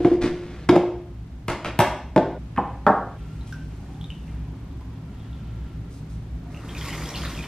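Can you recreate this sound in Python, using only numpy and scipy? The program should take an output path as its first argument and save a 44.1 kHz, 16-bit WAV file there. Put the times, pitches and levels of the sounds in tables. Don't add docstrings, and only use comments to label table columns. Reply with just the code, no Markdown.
import sys
import numpy as np
from scipy import signal
from scipy.fft import rfft, irfft, next_fast_len
from scipy.io import wavfile
from scipy.ndimage import uniform_filter1d

SR = 44100
rng = np.random.default_rng(int(sys.argv[2]) if len(sys.argv) > 2 else 0)


def transcribe(u):
    v = np.clip(np.atleast_2d(u).T, -1, 1)
    q = np.round(v * 32767).astype(np.int16)
    wavfile.write(sys.argv[1], SR, q)


N = 329427
TIME = np.arange(N) / SR


def amp(db):
    return 10 ** (np.asarray(db) / 20)

def unit(x):
    return x / np.sqrt(np.mean(x ** 2) + 1e-20)

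def burst(x):
    return x * np.sqrt(.03 * SR / (np.sum(x ** 2) + 1e-20))

def read(points, hz):
    f, value = np.transpose(points)
    return np.interp(np.log(hz + 1), np.log(f + 1), value)

def colour(x, points, turn=1):
    size = next_fast_len(len(x) + 2048)
    gain = amp(read(points, np.fft.rfftfreq(size, 1 / SR)))
    return irfft(rfft(x, size) * turn * gain, size)[:len(x)]

def add(mix, s, sound):
    part = mix[max(round(s * SR), 0):][:len(sound)]
    part += sound[:len(part)]

def ring(modes, t):
    return sum(amp(db - 60 * t / t60) * np.sin(2 * np.pi * hz * t) for hz, db, t60 in modes)

def grains(per_s, spread_db):
    size = amp(spread_db * np.minimum(rng.exponential(1, N), 4))
    return size * rng.choice([-1, 1], N) * (rng.random(N) < per_s / SR)

def stroke(start, length, db, attack_s, release_s):
    age = TIME - start
    return np.clip(age / attack_s, 0, 1) * amp(db - 60 * np.clip((age - length) / release_s, 0, 3))

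def strokes(rows, **shape):
    return sum(stroke(*row, **shape) for row in rows)

# (frequency [Hz], side gain [dB])
WIDE_BOX = [(200, -35.5), (1000, -20.5), (2200, -15.5), (3700, -6), (5500, -1), (7700, 3), (10500, 11.5),
            (13500, 13)]
WIDE_POT = [(200, -34), (1000, -51), (2200, -25), (3700, -4.5), (5500, -2.5), (7700, 3), (10500, 4),
            (13500, 1)]
WIDE_AIR = [(60, -56.5), (150, -38), (450, -5), (1000, -6), (3700, -1), (7700, 0.5), (13500, 5)]
def stereo(mid, side, width, turn=1j):
    side = colour(side, width, turn)
    return np.array([mid + side, mid - side])

# (frequency [Hz], T60 [s])
ROOM_T60 = [(100, 0.081), (350, 0.58), (900, 0.5), (2500, 0.57), (6000, 0.53), (13000, 0.27)]
# (delay [s], relative amplitude [ratio])
ECHOES = [(.0031, 0.078), (.0062, 0.3), (0.0118, 0.39), (0.0169, 0.73)]
SCATTER_HZ, SCATTER_S = 1100, 0.0019
def kitchen(x, wet_db, width, turn=1j, echo_db=0.0):
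    size = 30000
    age = np.arange(size) / SR
    lowpass = signal.butter(1, SCATTER_HZ, fs=SR)
    mid_side = []
    for diffuse, clutter in rng.standard_normal((2, 2, size)):
        hz, t, spectra = signal.stft(diffuse, SR, nperseg=256)
        decay = amp(-60 * t / read(ROOM_T60, hz)[:, None])
        tail = signal.istft(spectra * decay, SR, nperseg=256)[1][:size]
        tail *= np.minimum(age / 0.0053, 1) ** 2
        specular, scattered = np.zeros((2, size))
        for delay, gain in ECHOES:
            specular[round(delay * SR)] += gain
            spread = clutter * (age >= delay) * np.exp(-abs(age - delay) / SCATTER_S)
            scattered += gain * spread / np.linalg.norm(spread)
        early = scattered + signal.lfilter(*lowpass, specular - scattered)
        response = amp(wet_db) * (tail / np.linalg.norm(tail) + amp(echo_db) * early)
        response[0] += 1
        mid_side.append(signal.oaconvolve(x, response / np.linalg.norm(response))[:N])
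    return stereo(*mid_side, width, turn)

# (frequency [Hz], half-width [Hz], relative level [dB])
ROOM_MODES = [(37.5, 9, -53.5), (60.9, 7.3, -36.5), (111.7, 7, -41), (153.7, 4.5, -43.5),
              (161.3, 6.8, -47.5), (188.5, 26, -48), (257, 12.7, -50), (280.6, 8.5, -54.5),
              (351, 54, -55.5)]
def room_drone():
    f = np.fft.rfftfreq(N, 1 / SR)
    power = sum((amp(db) * unit(1 / (1 + ((f - hz) / width) ** 2))) ** 2 for hz, width, db in ROOM_MODES)
    return irfft(rfft(rng.standard_normal((2, N))) * np.sqrt(power), N)

# (frequency [Hz], relative level [dB])
AIR_SPECTRUM = [(20, -20.5), (40, -29), (110, -1), (220, -10.5), (350, -18), (500, -23.5), (750, -25),
                (1300, -29.5), (3000, -37), (6000, -45), (12000, -54.5), (13500, -69), (15500, -77)]
def room_air():
    return np.array([unit(colour(noise, AIR_SPECTRUM)) for noise in rng.standard_normal((2, N))])

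WHINE_HZ, WHINE_WAVER_HZ, WHINE_PULSES_PER_S = 13000, 25, 24
def hob_whine():
    waver = unit(uniform_filter1d(rng.standard_normal((2, N)), size=300, axis=1))
    phase = 2 * np.pi * np.cumsum(WHINE_HZ + WHINE_WAVER_HZ * waver, axis=1) / SR
    return unit(np.sin(phase) * np.sin(np.pi * WHINE_PULSES_PER_S * TIME) ** 2)

STRETCH_BOUNDS = [0, 2.383, 3.176, 7.6]
# (drone gain [dB], air level [dB], whine level [dB])
STRETCH_LEVELS = [(-4, -46.5, -85), (-2.5, -44, -86), (0, -44, -81.5)]
def background():
    stretch = np.searchsorted(STRETCH_BOUNDS, TIME, "right") - 1
    drone_gain, air_gain, whine_gain = uniform_filter1d(amp(STRETCH_LEVELS)[stretch].T, size=400, axis=1)
    mid, side = drone_gain * room_drone() + air_gain * room_air() + whine_gain * hob_whine()
    return stereo(mid, side, WIDE_AIR)

# (start [s], duration [s], level [dB], attack [s])
SLIDES = [(0.0, 0.14, -37, 0.0057), (.045, 0.007, -39, 0.0053), (0.208, 0.055, -25, 0.012),
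          (0.27, 0.37, -42, .01), (1.482, 0.032, -29.5, .004), (1.642, 0.042, -29.5, 0.009)]
# (frequency [Hz], relative level [dB])
SLIDE_SPECTRUM = [(300, 14), (500, 8), (900, 0.5), (1800, -1), (4200, -10.5), (7000, -21.5), (9500, -29.5),
                  (12000, -42), (15000, -58)]
def sliding():
    friction = unit(colour(grains(per_s=3200, spread_db=3), SLIDE_SPECTRUM))
    return strokes(SLIDES, release_s=0.12) * friction

# (frequency [Hz], relative level [dB], T60 [s])
PANEL_MODES = [(336, 11.5, 0.067), (353, -6.5, 0.6), (469, -12, 0.22), (723, -16, 0.17)]
BOOM_SAG, BOOM_SAG_S, BOOM_RISE_S = 0.07, .011, 0.0033
BOOM_HOLD_S, BOOM_CHOKE_S, BOOM_CHOKE_DB = 0.024, .006, -4
def panel_boom(t):
    warped_time = t - BOOM_SAG * BOOM_SAG_S * (1 - np.exp(-t / BOOM_SAG_S))
    choke = amp(BOOM_CHOKE_DB * np.clip((t - BOOM_HOLD_S) / BOOM_CHOKE_S, 0, 1))
    return ring(PANEL_MODES, warped_time) * (1 - np.exp(-t / BOOM_RISE_S)) * choke

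# (frequency [Hz], relative level [dB])
CRACK_SPECTRUM = [(300, -25), (900, 3), (1800, 5), (2600, 4.5), (4000, -5.5), (6000, -11.5), (9000, -17),
                  (12500, -32), (16000, -55)]
def edge_crack(t, buzz, tilt_db, snap_s=.0025):
    snap = np.sin(np.pi * SR / 2 * snap_s * (1 - np.minimum(t / snap_s, 1)) ** 2)
    spectrum = [(hz, db + tilt_db * np.log2(hz)) for hz, db in CRACK_SPECTRUM]
    return burst(colour(burst(snap) + amp(-3) * burst(buzz), spectrum))

def blow(modes, chatter_band, chatter_db, knock_db, contact_hz, boom_db, crack_db, tilt_db):
    t = np.arange(SR * 3 // 4) / SR
    buzz = rng.standard_normal(len(t)) * amp(-60 * t / 0.043)
    struck = sum(rng.choice([-1, 1]) * ring([mode], t) for mode in modes)
    chatter = signal.sosfilt(signal.butter(2, chatter_band, "band", fs=SR, output="sos"), buzz)
    body = burst(struck) + amp(chatter_db) * burst(chatter)
    knock = burst(signal.sosfilt(signal.butter(6, contact_hz, fs=SR, output="sos"), body))
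    crack = edge_crack(t, buzz, tilt_db)
    return amp(knock_db) * knock + amp(crack_db) * crack, amp(boom_db) * burst(panel_boom(t))

# (frequency [Hz], relative level [dB], T60 [s])
WORKTOP_MODES = [(116, -14, 0.2), (136, -0.5, 0.037), (206.7, -16, 0.24)]
def worktop_thud(rise_s=.0012):
    t = np.arange(SR // 2) / SR
    return burst(ring(WORKTOP_MODES, t) * (1 - np.exp(-t / rise_s)))

# (time [s], boom level [dB])
BUMPS = [(0.003, -19), (0.047, -8), (0.115, -16), (0.156, -27), (0.24, -17.5)]
def bumps():
    contact_hz, tilt_db = 812, -9
    for s, db in BUMPS:
        thud_db, knock_db, crack_db = db - 13, -10 + 1.47 * db, -21 + 1.57 * db
        yield "lid", s, 0, thud_db, knock_db, contact_hz, db, crack_db, tilt_db

# (body, time [s], second edge delay [s], second edge gain [dB], knock [dB],
# contact cut-off [Hz], boom [dB], crack [dB], crack tilt [dB/octave], thud [dB])
LANDINGS = [("lid", 0.689, 0.0028, 0.87, -20.5, 7700, -7, -30, -1.3, -16.5),
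            ("lid", 0.725, 0.00904, -2.3, -20, 820, -15, -46, -2, -44),
            ("lid", 0.756, 0.00546, 2.1, -20.5, 1000, -14.5, -39, -1.7, -41),
            ("walls", 1.482, .018, -1.5, -26.5, 2500, -31.5, -35, 1.5, -25),
            ("walls", 1.646, 0.011, -1, -38.5, 3400, -42, -30.5, -6, -47),
            ("walls", 1.7895, .012, 0.74, -16, 2630, -35, -26.5, 0.96, -14),
            ("base", 2.162, 0.0155, 0, -13, 9000, -18, -34, -6, -35),
            ("rim", 2.562, 0.0081, -15, -42, 2600, -43, -47, -5.5, -46),
            ("rim", 2.5745, 0.00295, -1, -35, 3500, -53, -48, -13, -30),
            ("tub", 2.5785, 0.00489, 1, -23, 1080, -35, -40, -20, -23),
            ("tub", 2.866, .008, -6, -13, 1760, -30.5, -40, -1.8, -47),
            ("tub", 2.891, .0065, 0, -17, 1400, -34, -61, -6, -31)]
BOOM_LAG_S = 0.00573
def landings():
    for body, s, gap, second_db, knock_db, contact_hz, boom_db, crack_db, tilt_db, thud_db in LANDINGS:
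        yield body, s, BOOM_LAG_S, thud_db, knock_db, contact_hz, boom_db, crack_db, tilt_db
        yield (body, s + gap, 0, -np.inf, knock_db + second_db, 0.87 * contact_hz,
               -np.inf, crack_db + second_db - 2, tilt_db)

# (frequency [Hz], relative level [dB], T60 [s])
LID = [(168, 4, 0.065), (258, -1.5, 0.046), (310, -12, 0.034), (478, 1, 0.12), (529, 0, 0.051),
       (660, -3.5, 0.11), (701, 2, 0.13), (841, -2, 0.11), (918, -7.5, 0.13), (993, -4, 0.04),
       (1370, 4, 0.033), (1610, 11, 0.033), (2200, 3, 0.014), (3960, -12, .015), (5370, -14, 0.015)]
WALLS = [(129.4, -14, 0.073), (215, -9, 0.11), (279, -8, 0.069), (380, -5.5, 0.07), (559, -3.5, 0.061),
         (642, 6, 0.046), (727, -7, 0.09), (930, 0.5, 0.069), (1013, -1, 0.052), (1142, 3.5, 0.024),
         (1800, -13, 0.03), (2050, -6, .04), (2160, -15, 0.035), (2500, -14, 0.032)]
BASE = [(148.4, -7.5, 0.094), (215, -10, 0.12), (270, 2, 0.051), (500, -6, 0.04), (574, -3.5, 0.073),
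        (657, 0, 0.051), (730, -2.5, 0.065), (870, -5.5, 0.071), (1455, -12, 0.039), (1750, -18.5, 0.032),
        (2480, -19, .025), (3360, -27, .008), (4990, -25, .006)]
RIM = [(1094, 1, .07), (1373, -1, 0.1), (1615, -3, .14), (1756, -1, 0.068), (2050, -4, 0.095),
       (2550, -3, .02), (2980, -3, 0.017)]
TUB = [(187, -1, 0.067), (213.4, 1, 0.12), (284, -3, 0.088), (364, -1, 0.063), (490, -11, 0.049),
       (614, -3.5, .06), (759, 0, 0.06), (822, 4.5, 0.07), (943, 4.5, 0.039), (1022, 4.5, 0.04),
       (1180, 9, 0.025), (1300, 2, 0.015), (1350, 9, 0.013), (1610, 2, 0.037), (1760, -11, 0.045)]
BODIES = {"lid": (LID, 320, 1470, 0, -4.5, 0), "walls": (WALLS, 474, 1160, 0.61, 0.3, .4),
          "base": (BASE, 460, 770, -1, -5.5, 0.38), "rim": (RIM, 1050, 2020, -2.5, -3.2, -.7),
          "tub": (TUB, 443, 1320, -0.85, -3, -0.35)}
def boxes(low_cut_hz=95):
    thud = worktop_thud()
    contacts = [*bumps(), *landings()]
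    out = np.zeros((2, N))
    for name, (modes, low_hz, high_hz, chatter_db, room_db, pan_db) in BODIES.items():
        knocks, booms = np.zeros((2, N))
        blows = [row[1:] for row in contacts if row[0] == name]
        for s, boom_lag, thud_db, *impact in blows:
            knock, boom = blow(modes, [low_hz, high_hz], chatter_db, *impact)
            add(knocks, s, knock)
            add(booms, s + boom_lag, boom)
            add(booms, s, amp(thud_db) * thud)
        heard = kitchen(knocks, wet_db=room_db, width=WIDE_BOX, echo_db=-4.5)
        heard += amp(-2) * kitchen(booms, wet_db=-5.5, width=WIDE_BOX, echo_db=-7)
        end = min(bound for bound in STRETCH_BOUNDS if bound > blows[-1][0])
        gate = np.clip((end - TIME) / 0.0023, 0, 1)
        out += heard * amp([[pan_db / 2], [-pan_db / 2]]) * gate
    return signal.sosfilt(signal.butter(4, low_cut_hz, "high", fs=SR, output="sos"), out)

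# (time [s], level [dB])
TICKS = [(0.69, -63), (1.48, -61), (1.791, -38.5), (1.8, -53)]
# (frequency [Hz], relative level [dB], T60 [s])
TICK_RING = [(5150, 9, 0.0015), (9250, -21, 0.037), (11300, 4, 0.0039), (12300, -2, .012),
             (14200, 2, 0.0008)]
def glass_ticks():
    tick = burst(ring(TICK_RING, np.arange(SR // 20) / SR))
    out = np.zeros(N)
    for s, db in TICKS:
        add(out, s, amp(db) * tick)
    return kitchen(out, wet_db=-4, width=WIDE_BOX)

def bubble(hz, glide, cycles, swell_s=0.0007):
    t = np.arange(4000) / SR
    t60 = cycles / hz
    phase = 2 * np.pi * hz * (t + glide / t60 * t ** 2 / 2)
    return burst(np.sin(phase) * amp(-60 * t / t60) * (1 - np.exp(-t / swell_s)))

def bubbling(low_hz, high_hz, from_s, per_s, spread_db, cycles, count=64):
    pitches = np.linspace(low_hz, high_hz, count) * rng.uniform(.97, 1.03, count)
    births, which = grains(per_s, spread_db), rng.integers(0, count, N)
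    bubbles = [bubble(hz, glide=0.042, cycles=cycles) for hz in pitches]
    out = np.zeros(N)
    for at in np.flatnonzero(births * (TIME > from_s)):
        add(out, at / SR, births[at] * bubbles[which[at]])
    return out / np.std(out[TIME > from_s])

def resonate(x, hz, bandwidth):
    carrier = np.exp(2j * np.pi * np.cumsum(hz * np.ones(N)) / SR)
    pole = np.exp(-np.pi * bandwidth / SR)
    return unit((carrier * signal.lfilter([1 - pole], [1, -pole], x / carrier)).real)

# (start [s], duration [s], level [dB], liquid resonance [Hz], bandwidth [Hz], resonance gain [dB])
SWISHES = [(3.157, 0.45, -58, 2500, 1200, -8), (3.68, 0.71, -60, 980, 350, -10),
           (3.77, 0.21, -69, 760, 60, 10), (4.26, 0.035, -60.5, 2100, 700, -1),
           (4.45, 0.57, -66.5, 1030, 220, 5), (5.09, 0.62, -58, 2960, 1010, -11),
           (5.15, 0.055, -69, 3300, 260, -2), (5.805, 0.81, -67, 1400, 500, -12),
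           (6.42, .075, -60, 710, 25, 6)]
# (frequency [Hz], relative level [dB])
SWISH_SPECTRUM = [(300, 1), (800, 5.5), (1500, -6), (3000, -9), (5000, -16.5), (9000, -26), (15000, -41)]
# (start [s], duration [s], level [dB])
POT_RINGS = [(3.18, .27, -66), (5.05, 0.83, -69.5)]
POT_HZ, POT_BANDWIDTH_HZ = 1360, 22
SLOSH_SHARE, SLOSH_PER_S = 0.027, 4.5
def scoop():
    wash = unit(colour(grains(per_s=4000, spread_db=0), SWISH_SPECTRUM))
    trickle = bubbling(740, 3430, from_s=SWISHES[0][0], per_s=90, spread_db=3.5, cycles=28)
    rocking = np.interp(TIME * SLOSH_PER_S, np.arange(200), rng.standard_normal(200))
    slosh = 1 + SLOSH_SHARE * unit(uniform_filter1d(rocking, size=2000))
    shape = dict(attack_s=0.028, release_s=0.42)
    out = strokes(POT_RINGS, **shape) * resonate(wash, POT_HZ, POT_BANDWIDTH_HZ)
    for start, length, db, hz, bandwidth, ring_db in SWISHES:
        hollow = amp(ring_db) * resonate(wash, hz * slosh, bandwidth)
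        out += stroke(start, length, db, **shape) * (amp(-4) * wash + hollow + amp(-8) * trickle)
    return out

# (start [s], duration [s], level [dB])
RUSTLES = [(3.18, 1.16, -70.5), (3.46, 0.057, -64), (5.9, 0.079, -61), (6.09, 0.046, -63), (6.5, 0.36, -65)]
# (frequency [Hz], relative level [dB])
RUSTLE_SPECTRUM = [(1500, -22), (4000, 6), (6000, 4.5), (9000, 0), (12000, -12), (14000, -14), (16000, -32)]
def rustle():
    friction = unit(colour(grains(per_s=5500, spread_db=4), RUSTLE_SPECTRUM))
    return strokes(RUSTLES, attack_s=0.011, release_s=0.18) * friction

# (frequency [Hz], relative level [dB])
SPATTER_SPECTRUM = [(700, -2.5), (1200, -2), (2200, 0), (3300, -4), (4900, -6), (5600, -6.5), (6600, -9.5),
                    (10000, -16), (13500, -16.5), (15500, -36)]
def slap(decay_s=0.0021):
    t = np.arange(SR // 20) / SR
    return burst(colour(rng.standard_normal(len(t)) * np.exp(-t / decay_s), SPATTER_SPECTRUM))

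# (time [s], level [dB], frequency [Hz], T60 [cycles], pitch rise [share])
DRIPS = [(3.41, -61, 3800, 57, .3), (3.525, -43, 1510, 70, 0.16), (3.529, -61, 5550, 110, .15),
         (4.012, -52.5, 3150, 45, .5), (4.042, -50.5, 3420, 42, .32), (4.103, -46, 2860, 41, .26),
         (4.81, -55.5, 944, 40, .3)]
SECOND_BUBBLE_S, SECOND_BUBBLE_RATIO, SECOND_BUBBLE_DB = 0.0089, 0.927, -12
def drips(swell_s=0.00081, slap_db=-13.5):
    out = np.zeros(N)
    for s, db, hz, cycles, glide in DRIPS:
        drip = bubble(hz, glide, cycles, swell_s)
        second = bubble(hz * SECOND_BUBBLE_RATIO, glide, cycles * SECOND_BUBBLE_RATIO, swell_s)
        add(drip, 0, amp(slap_db) * slap())
        add(drip, SECOND_BUBBLE_S, amp(SECOND_BUBBLE_DB) * second)
        add(out, s, amp(db) * drip)
    return out

# (frequency [Hz], relative level [dB], T60 [s])
BOWL_MODES = [(1080, 5, .16), (2160, -6, .08), (2530, -10, .04), (2830, -4, .04), (3350, -3, .025),
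              (5520, 1, .04)]
def spatter(bowl_db=-8.5):
    impacts = unit(grains(per_s=2700, spread_db=2.5))
    fizz = bubbling(1124, 15560, POUR_START_S, per_s=1800, spread_db=2.5, cycles=25)
    clumps_db = 1.8 * unit(uniform_filter1d(rng.standard_normal(N), size=600))
    bowl = unit(signal.oaconvolve(impacts, ring(BOWL_MODES, np.arange(SR // 4) / SR))[:N])
    spray = unit(colour(impacts + fizz, SPATTER_SPECTRUM))
    return (spray + amp(bowl_db) * bowl) * amp(clumps_db)

# (frequency [Hz], relative level [dB])
PLUNGE_SPECTRUM = [(200, 10), (350, 6), (550, -0.5), (800, -2.5), (1200, -1.5), (1700, -9.5), (2600, -4)]
POUR_START_S, POUR_SWELL_S, POUR_HOLD_S = 6.496, 0.35, 0.41
POUR_SWELL_DB, POUR_EBB_DB_PER_S = 22, 33
SPATTER_DB, PLUNGE_DB, PLUNGE_FOLLOW = -41.5, -39.5, 0.38
def pour():
    age = TIME - POUR_START_S
    pouring = age > 0
    swell_db = POUR_SWELL_DB * np.minimum(age / POUR_SWELL_S - 1, 0)
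    flow_db = swell_db - POUR_EBB_DB_PER_S * np.maximum(age - POUR_SWELL_S - POUR_HOLD_S, 0)
    spray = spatter()
    bubbles = bubbling(199, 2220, POUR_START_S, per_s=900, spread_db=1.5, cycles=22)
    gurgle = colour(bubbles, PLUNGE_SPECTRUM)
    on_mesh = amp(SPATTER_DB + flow_db) * spray / np.std(spray[pouring])
    in_box = amp(PLUNGE_DB + PLUNGE_FOLLOW * flow_db) * gurgle / np.std(gurgle[pouring])
    return pouring * (on_mesh + in_box)

# (time [s], level [dB], frequency [Hz], T60 [cycles])
SPLASHES = [(6.546, -51.5, 2600, 20), (6.572, -54, 2740, 45), (6.691, -49.5, 3130, 57),
            (6.750, -43, 2400, 31), (6.811, -42.5, 3160, 32), (6.813, -49, 1950, 23),
            (6.851, -45, 2090, 36), (6.866, -43, 1080, 40), (6.890, -45, 1980, 40), (6.907, -46, 2960, 40),
            (6.927, -44, 2150, 36), (6.936, -44, 2030, 55), (7.056, -45.5, 3230, 45),
            (7.090, -44.5, 5480, 50), (7.14, -46, 3300, 45), (7.219, -44, 3130, 30), (7.232, -44, 1540, 36),
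            (7.238, -45.5, 1110, 24), (7.257, -44, 1330, 23), (7.350, -48, 3230, 30),
            (7.376, -48, 2550, 29), (7.389, -41, 2400, 50), (7.430, -48.5, 2440, 25)]
def splashes(slap_db=-9):
    out = np.zeros(N)
    for s, db, hz, cycles in SPLASHES:
        add(out, s, amp(db + slap_db) * slap())
        add(out, s, amp(db) * bubble(hz, glide=0.143, cycles=cycles, swell_s=.0014))
    return kitchen(out, wet_db=-3.5, width=WIDE_POT, turn=-1j, echo_db=-1.5)

# (start [s], duration [s], level [dB], centre frequency [Hz])
GUSHES = [(6.684, 0.013, -46, 2750), (6.807, 0.005, -43, 2500), (6.854, 0.042, -42.5, 2300),
          (6.925, 0.015, -37.5, 2500), (7.142, 0.033, -38, 3470), (7.227, 0.015, -41, 1330),
          (7.233, 0.04, -41.5, 3430), (7.426, 0.016, -42, 2680)]
def gushes(spread=1.34):
    out = np.zeros(N)
    for start, length, db, hz in GUSHES:
        swarm = bubbling(hz / spread, hz * spread, POUR_START_S, per_s=650, spread_db=4, cycles=27, count=24)
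        out += stroke(start, length, db, attack_s=0.0024, release_s=0.046) * swarm
    return out

def scene():
    impacts = boxes() + glass_ticks()
    friction = kitchen(sliding() + rustle(), wet_db=-5, width=WIDE_BOX)
    dripping = drips()
    broth = kitchen(pour() + scoop() + gushes(), wet_db=-3.5, width=WIDE_POT, turn=-1j, echo_db=-1)
    broth += amp(2) * kitchen(dripping, wet_db=-6, width=WIDE_POT, turn=-1j, echo_db=-2)
    return impacts + friction + broth + splashes() + background()

def record(dry, ceiling=.85, cutoff_hz=15500):
    rounded = dry / (1 + (abs(dry) / ceiling) ** 6) ** (1 / 6)
    lowpass = signal.firwin(255, cutoff_hz, window=("kaiser", 9), fs=SR)
    return signal.oaconvolve(rounded, lowpass[None], "same")

dry = scene()
out = record(dry)
transcribe(out)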